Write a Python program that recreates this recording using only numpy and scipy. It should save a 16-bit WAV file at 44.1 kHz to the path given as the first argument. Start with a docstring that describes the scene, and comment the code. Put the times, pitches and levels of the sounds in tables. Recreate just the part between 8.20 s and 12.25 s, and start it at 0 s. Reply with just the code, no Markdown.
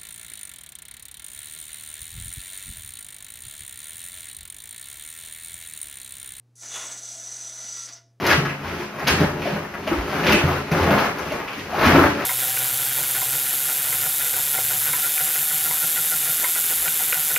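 """Rubbish bags in a chute hopper

Full plastic bags are shoved through the steel hopper of a rubbish chute in a small tiled room.
Film crackles and snaps as random pops ring at fold pitches; the slide over the lip is dense coloured slips.
The hopper is a bank of resonators, rubbed by noise and struck by the knocks of hard things in the bags.
A faint steady draught, close walls and a dull reverberant tail complete the stereo scene."""
import sys
import numpy as np
from scipy import signal
from scipy.fft import rfft, irfft, next_fast_len
from scipy.io import wavfile

SR = 44100
rng = np.random.default_rng(int(sys.argv[2]) if len(sys.argv) > 2 else 0)


def wav_record(signal):
    """Record a signal, one row per channel, as 16-bit PCM in the file named by sys.argv[1]."""
    frames = np.transpose(np.atleast_2d(signal))
    bounded = np.clip(frames, -1, 1)
    # unit amplitude maps onto the largest positive 16-bit level
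    quanta = np.round(bounded * 32767).astype(np.int16)
    wavfile.write(sys.argv[1], SR, quanta)


N = 178683

# Spectrum of the crackling film, also lent to the draught.
# Each row: frequency in Hz, relative density in dB per Hz.
FILM_SPECTRUM = [(400, -2), (900, -7.5), (1600, -3), (2600, -2), (3600, -12.5), (5000, -13), (6500, -16.5),
                 (8500, -21.5), (11000, -23), (15500, -30)]


def from_db(db):
    """Amplitude gain is the antilogarithm of a twentieth of the decibels."""
    return 10 ** (np.asarray(db) / 20)


def rms_one(x):
    """Normalisation to unit root-mean-square makes every source's level depend on its gain alone."""
    return x / np.sqrt(np.mean(x ** 2) + 1e-20)


def in_time(tables):
    """Linear interpolation joins successive tables into one level curve per column."""
    seconds, *columns = np.transpose(np.concatenate(tables))
    return [np.interp(np.arange(N) / SR, seconds, column) for column in columns]


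def at_hz(points, hz, axis=1):
    """A spectrum column is interpolated on a logarithmic frequency axis, as pitch is heard."""
    points = np.array(points)
    return np.interp(np.log(hz + 1), np.log(points[:, 0]), points[:, axis])


def drift(rate_hz):
    """Slow chance: noise through two equal one-pole low-passes, with spread 1."""
    pole = np.exp(-2 * np.pi * rate_hz / SR)
    noise = rng.standard_normal(N + SR)  # the first second runs the filter in
    return rms_one(signal.lfilter([1], [1, -2 * pole, pole * pole], noise)[SR:])


def coloured(x, spectrum):
    """Spectral shaping: multiplication in frequency colours a dense signal, returned at rms 1."""
    size = next_fast_len(N)
    gain = from_db(at_hz(spectrum, np.fft.rfftfreq(size, 1 / SR)))
    return rms_one(irfft(rfft(x, size) * gain, size)[:N])


def grains(per_s, spread_db):
    """Random impulses at a mean rate: exponential decibel sizes give many small and a few large."""
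    sizes = from_db(spread_db * np.minimum(rng.exponential(1, N), 4))
    signs = rng.choice([-1, 1], N)
    return sizes * signs * (rng.random(N) < per_s / SR)


def ring(force, hz, t60):
    """Damped resonator: a unit impulse starts a decaying sine of initial height 1."""
    radius, angle = from_db(-60 / (t60 * SR)), 2 * np.pi * hz / SR
    return signal.lfilter([0, np.sin(angle)], [1, -2 * radius * np.cos(angle), radius ** 2], force + 1e-18)


def follows(leader_db, under_db, steepness):
    """Level-dependent spectrum: one level follows another, lying under_db from it at full force."""
    full_force_db = -20
    return full_force_db + under_db + steepness * (leader_db - full_force_db)


def film(crackle_db, sizzle_db):
    """Buckling of thin film: folds pop in clumps and ring briefly, while the finest folds sizzle."""
    pops = grains(4000 * from_db(2.7 * drift(40)), spread_db=2.5)
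    pitches = np.geomspace(700, 5000, num=14)
    fold = rng.integers(0, len(pitches), N)  # each pop belongs to one fold pitch
    crackle = np.zeros(N)
    for k, hz in enumerate(pitches):
        rung = rms_one(ring(pops * (fold == k), hz, t60=8.8 / hz))
        # groups of folds come and go; the root of Hz turns density into band level
        crackle += from_db(at_hz(FILM_SPECTRUM, hz) + 1.0 * drift(28)) * np.sqrt(hz) * rung
    fine = coloured(pops + grains(14000, spread_db=1.0), FILM_SPECTRUM)
    sizzle = signal.sosfilt(signal.butter(2, 4500, "high", fs=SR, output="sos"), fine)
    return from_db(crackle_db) * rms_one(crackle) + from_db(sizzle_db) * rms_one(sizzle)


def slide(slide_db):
    """Stick-slip friction: the bag drags over the steel lip in dense uneven slips."""
    # Each row: frequency in Hz, relative density in dB per Hz.
    slide_spectrum = [(150, -5), (300, -4), (500, 3), (900, 3), (1400, 2), (2200, -6), (4000, -27)]
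    slips = grains(1500 * from_db(3.0 * drift(25)), spread_db=1.5)
    return from_db(slide_db + 3.13 * drift(4.8)) * coloured(slips, slide_spectrum)


def drumming(rumble_db):
    """Band-limited random impact: tumbling contents make a broad, rough rumble without pitch."""
    tumble_db = -8  # relative to the rumble curve
    thuds = grains(400 * from_db(2.8 * drift(18)), spread_db=2.5)
    low = signal.sosfilt(signal.butter(2, [130, 450], "band", fs=SR, output="sos"), thuds)
    return from_db(rumble_db + tumble_db) * rms_one(low)


def draught():
    """Stationary turbulence: shaped noise at one level stands for the draught up the chute."""
    air_db = -43
    return from_db(air_db) * coloured(rng.standard_normal(N), FILM_SPECTRUM)


def hopper(knocks, rumble_db, thrum_db):
    """Modal superposition: the load rubs all modes with noise; knocks excite most those near their pitch."""
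    # Modes of the hopper and chute mouth.
    # Each row: frequency in Hz, relative level in dB, decay time t60 in seconds.
    modes = [(58, -6.5, 0.4), (87, 0.5, 0.37), (142.6, -14, 0.77), (165.3, -11.5, 0.28),
             (211.4, -9.5, 0.41), (268.8, -10.5, 0.27), (292, -10, 0.36), (360, -9.5, 0.41),
             (409.6, -8, 0.13), (537, -18, 0.93), (599.7, -13, 0.27), (697, -17.5, 0.097),
             (796, -18.5, 0.072), (867, -19.5, 0.25), (1003, -17, 0.11), (1047, -24, 0.31),
             (1650, -26, 0.089)]
    coupling_db = -50  # share of the knocks passed into the steel
    out = np.zeros(N)
    for hz, level_db, t60 in modes:
        rubbed = rms_one(ring(rng.standard_normal(N), hz, t60))
        struck = ring(from_db(coupling_db) * knocks, hz, t60)
        rub_db = thrum_db if hz < 115 else rumble_db  # the deepest modes thrum
        out += from_db(level_db) * (from_db(rub_db) * rubbed + struck)
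    return out


def snaps():
    """Sudden release of tension: a bright crack and a burst of pops, resonant at the film patch's pitch."""
    # Film pulled taut or slapped.
    # Each row: start in seconds, burst level in dB, centre frequency in Hz, crack level in dB.
    snap_events = [(.066, -26.5, 2340, -21.5), (0.103, -20.5, 1650, -32), (.25, -25.5, 1300, -56),
                   (.292, -29, 1850, -63), (0.795, -32.5, 1630, -40), (0.872, -29, 4900, -19),
                   (0.879, -19.5, 1730, -25.5), (0.897, -32, 2100, -31), (1.004, -26, 1500, -43),
                   (1.22, -32.5, 2500, -48), (1.54, -35, 1610, -67), (1.674, -28.5, 2770, -38),
                   (1.899, -35, 1620, -51), (1.942, -31, 1500, -58), (2.045, -23, 1650, -48),
                   (2.066, -19, 3240, -39), (2.091, -24, 1650, -47), (2.122, -16, 2840, -21.5),
                   (2.184, -28, 2820, -51), (2.33, -34, 2600, -46), (2.515, -29.5, 2450, -30.5),
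                   (2.632, -33, 3200, -55), (2.706, -27, 3570, -49), (2.782, -26, 4050, -53),
                   (2.985, -41, 1820, -34), (3.12, -29, 1630, -36), (3.276, -30.5, 2540, -64),
                   (3.33, -35.5, 2940, -45), (3.379, -36, 1800, -39), (3.611, -23.5, 1960, -45),
                   (3.656, -20, 1530, -24.5), (3.75, -25, 1920, -47), (3.997, -30.5, 1480, -62)]
    burst_t60, crack_t60 = 0.2, 0.11  # seconds
    out, t = np.zeros(N + SR), np.arange(SR // 2) / SR
    pops = coloured(grains(9000, spread_db=5.0), FILM_SPECTRUM)
    bright = rms_one(signal.sosfilt(signal.butter(2, 4000, "high", fs=SR, output="sos"), pops))
    for start, burst_db, hz, crack_db in snap_events:
        at = int(start * SR)
        local = np.resize(pops[at:], len(t))
        patch = rms_one(signal.lfilter(*signal.iirpeak(hz, 2.5, fs=SR), local))
        burst = (0.51 * local + 0.83 * patch) * from_db(burst_db - 60 * t / burst_t60)
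        crack = np.resize(bright[at:], len(t)) * from_db(crack_db - 60 * t / crack_t60)
        out[at:at + len(t)] += burst + crack
    return out[:N]


def bumps():
    """Contact mechanics: each knock is a short tone lasting as long as the contact, longer when low."""
    # Contents on steel.
    # Each row: start in seconds, relative level in dB, pitch of the bump in Hz.
    knock_events = [(.075, -19, 336), (.11, -15, 360), (.112, -3, 1650), (.12, -25.5, 87),
                    (.175, -13.5, 147), (.443, -35.5, 85), (.593, -27, 353), (.84, -23.5, 155),
                    (.935, -16.5, 152), (.905, -24, 87), (1.002, -11.5, 168.5), (1.02, -36, 310),
                    (1.254, -13.5, 686), (1.272, -10, 597), (1.323, -18, 182), (1.673, -12, 630),
                    (1.715, -8.5, 325.5), (1.77, -23.5, 60), (2.08, -9, 384), (2.137, -7.5, 337),
                    (2.231, -21.5, 87), (2.235, -11, 146), (2.515, -12.5, 156), (2.6, -21, 87),
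                    (2.69, -7.5, 662), (2.698, -17, 470), (2.71, -10.5, 196), (2.722, -9.5, 597),
                    (3.118, -12.5, 610), (3.158, -25, 298), (3.377, -26, 285), (3.527, -15, 700),
                    (3.543, -12.5, 793), (3.655, -17, 84), (3.665, -6, 233), (3.69, -12, 224),
                    (3.745, -3.5, 292), (3.772, -18.5, 91), (3.778, -1.5, 300), (3.81, -20, 268),
                    (3.86, -9, 308)]
    contact_s, middle_hz, shortens = 0.023, 300, 0.34  # contact at the middle pitch; exponent with pitch
    out = np.zeros(N)
    for start, level_db, hz in knock_events:
        duration = contact_s * (middle_hz / hz) ** shortens
        t = np.arange(int(duration * SR)) / SR
        swell = np.sin(np.pi * np.sqrt(t / t[-1]))  # quick rise, slower fall
        out[int(start * SR):][:len(t)] += from_db(level_db) * swell * np.sin(2 * np.pi * hz * t)
    return out


def near_walls(x):
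    """All-pass reflection: bounces between close surfaces scramble the phase and leave the colour."""
    for lag_s in (0.003, 0.021, 0.0087):
        taps = np.r_[.55, np.zeros(int(lag_s * SR)), 1]
        x = signal.lfilter(taps, taps[::-1], x)
    return x


def scattered(x, t60, gap_s):
    """Diffuse reverberation: as the bag keeps moving, the sound crossfades through six noise-like paths."""
    path_change_s = .08
    t, turn = np.arange(int(t60 * SR)) / SR, np.arange(N) / SR / path_change_s
    paths = rng.standard_normal((6, len(t))) * from_db(-60 * t / t60) * (t >= gap_s)
    paths /= np.sqrt(np.sum(paths ** 2, axis=1, keepdims=True))
    distance = np.abs((turn - np.arange(6)[:, None] + 3) % 6 - 3)  # from each path's turn, cyclic
    shares = np.clip(1 - distance, 0, 1) ** .5  # equal-power crossfade
    return signal.fftconvolve(x * shares, paths, axes=1)[:, :N].sum(axis=0)


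def room(x):
    """Frequency-dependent absorption: the tail off the tiles is duller than the direct sound."""
    tail_db, wall_cut_hz = -5, 3900
    dull = signal.sosfilt(signal.butter(1, wall_cut_hz, fs=SR, output="sos"), x)
    return from_db(tail_db) * scattered(dull, t60=0.31, gap_s=0.0036)


def stereo(front, around):
    """Interchannel coherence: mid and side share each frequency; side that follows mid leans the image."""
    # The channels are opposite in phase near 8 kHz and alike above 12 kHz.
    # Each row: frequency in Hz, side over mid in dB, lean to the left from -1 to 1.
    image = [(60, -80, 0), (200, -29, .2), (366, -14.5, 0.15), (700, -7.5, 0.14), (1300, -10.5, 0.64),
             (2600, -2, -0.18), (4350, -3.5, -0.29), (6773, 2, -0.25), (7780, 62, 0.039), (9200, 49, 0.33),
             (9770, 3.5, 0), (11740, -7.5, -0.32), (12000, -23, 0), (16000, -17, 0)]
    size = next_fast_len(N + 4096)
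    hz = np.fft.rfftfreq(size, 1 / SR)
    angle = np.arctan(from_db(at_hz(image, hz)))
    lean = np.clip(at_hz(image, hz, axis=2), -1, 1)
    front, around = rfft(front, size), rfft(around, size)
    mid = irfft(np.cos(angle) * front, size)[:N]
    side = irfft(np.sin(angle) * (lean * front + np.sqrt(1 - lean ** 2) * around), size)[:N]
    return np.array([mid + side, mid - side])


def scene():
    """Superposition: direct sources, ringing steel and reflections add, near walls returning from the sides."""
    # Levels of the shoving, with sudden steps at 0.87, 1.67, 2.51 and 3.28 s.
    # Each row: time in seconds, then levels in dB of film crackle, slide over the lip, hopper rumble.
    shoving = [
        [(0.0, -35.5, -27.5, -26.5), (.116, -15.5, -26, -25.5), (.25, -40, -35.5, -29),
         (.37, -55, -35.5, -40.5), (.47, -37, -35.5, -35.5), (.62, -35, -38.5, -33), (.72, -52, -45, -42),
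         (.866, -35.5, -30.5, -31)],
        [(.872, -17, -32, -26), (.976, -28, -27.5, -27.5), (1.024, -27.5, -23.5, -16.5),
         (1.09, -37.5, -30.5, -30), (1.15, -44, -36.5, -29.5), (1.274, -33, -33.5, -30.5),
         (1.374, -39, -29, -30.5), (1.5, -54, -44.5, -39), (1.556, -51, -29.5, -36.5),
         (1.665, -42, -41.5, -35.5)],
        [(1.673, -35, -32, -34), (1.73, -37, -30, -26), (1.8, -38, -35.5, -35), (2.025, -29.5, -26.5, -27),
         (2.09, -21, -18.5, -18.5), (2.149, -26.5, -26, -17.5), (2.207, -32, -23.5, -34),
         (2.247, -31, -23, -25.5), (2.389, -34.5, -30, -32), (2.44, -42.5, -38, -34), (2.51, -41, -34, -39)],
        [(2.515, -33, -22, -25), (2.631, -26.5, -25.5, -21.5), (2.701, -32.5, -23, -20.5),
         (2.86, -28.5, -27, -31), (2.95, -44, -33.5, -34.5), (3.025, -37, -28.5, -34.5),
         (3.129, -34.5, -33.5, -32), (3.27, -45.5, -38, -41.5)],
        [(3.292, -48, -33.5, -57.5), (3.39, -36.5, -46, -37.5), (3.484, -42, -39.5, -39),
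         (3.538, -35, -32.5, -35.5), (3.685, -18.5, -16, -19.5), (3.725, -23, -16.5, -20.5),
         (3.79, -23.5, -18, -14), (3.85, -27, -24, -23.5), (3.97, -36, -33.5, -30), (4.05, -32.5, -29, -35.5)],
    ]
    crackle_db, slide_db, rumble_db = in_time(shoving)
    sizzle_db = follows(crackle_db, under_db=-11, steepness=0.79)
    thrum_db = follows(rumble_db, under_db=-17.5, steepness=0.74)
    knocks = bumps()
    direct_db = -7  # share of the knocks heard directly
    bag = film(crackle_db, sizzle_db) + snaps() + slide(slide_db) + drumming(rumble_db)
    bag += from_db(direct_db) * knocks + draught()
    steel = hopper(knocks, rumble_db, thrum_db)
    # the hopper's modes already hold most of its ring, so the room gets little steel
    front = bag + steel + room(bag + 0.24 * steel)
    around = near_walls(bag + steel) + room(bag + .3 * steel)
    return stereo(front, around)


def record(dry):
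    """Band limiting and saturation: the microphone drops deep bass, peaks are rounded, the top is cut."""
    low_cut_hz, cutoff_hz = 45.5, 16250
    thin = signal.sosfilt(signal.butter(4, low_cut_hz, "high", fs=SR, output="sos"), dry)
    rounded = 1.068 * np.tanh(thin)
    return signal.sosfilt(signal.cheby2(16, 70, cutoff_hz, fs=SR, output="sos"), rounded)


dry = scene()
out = record(dry)
wav_record(out)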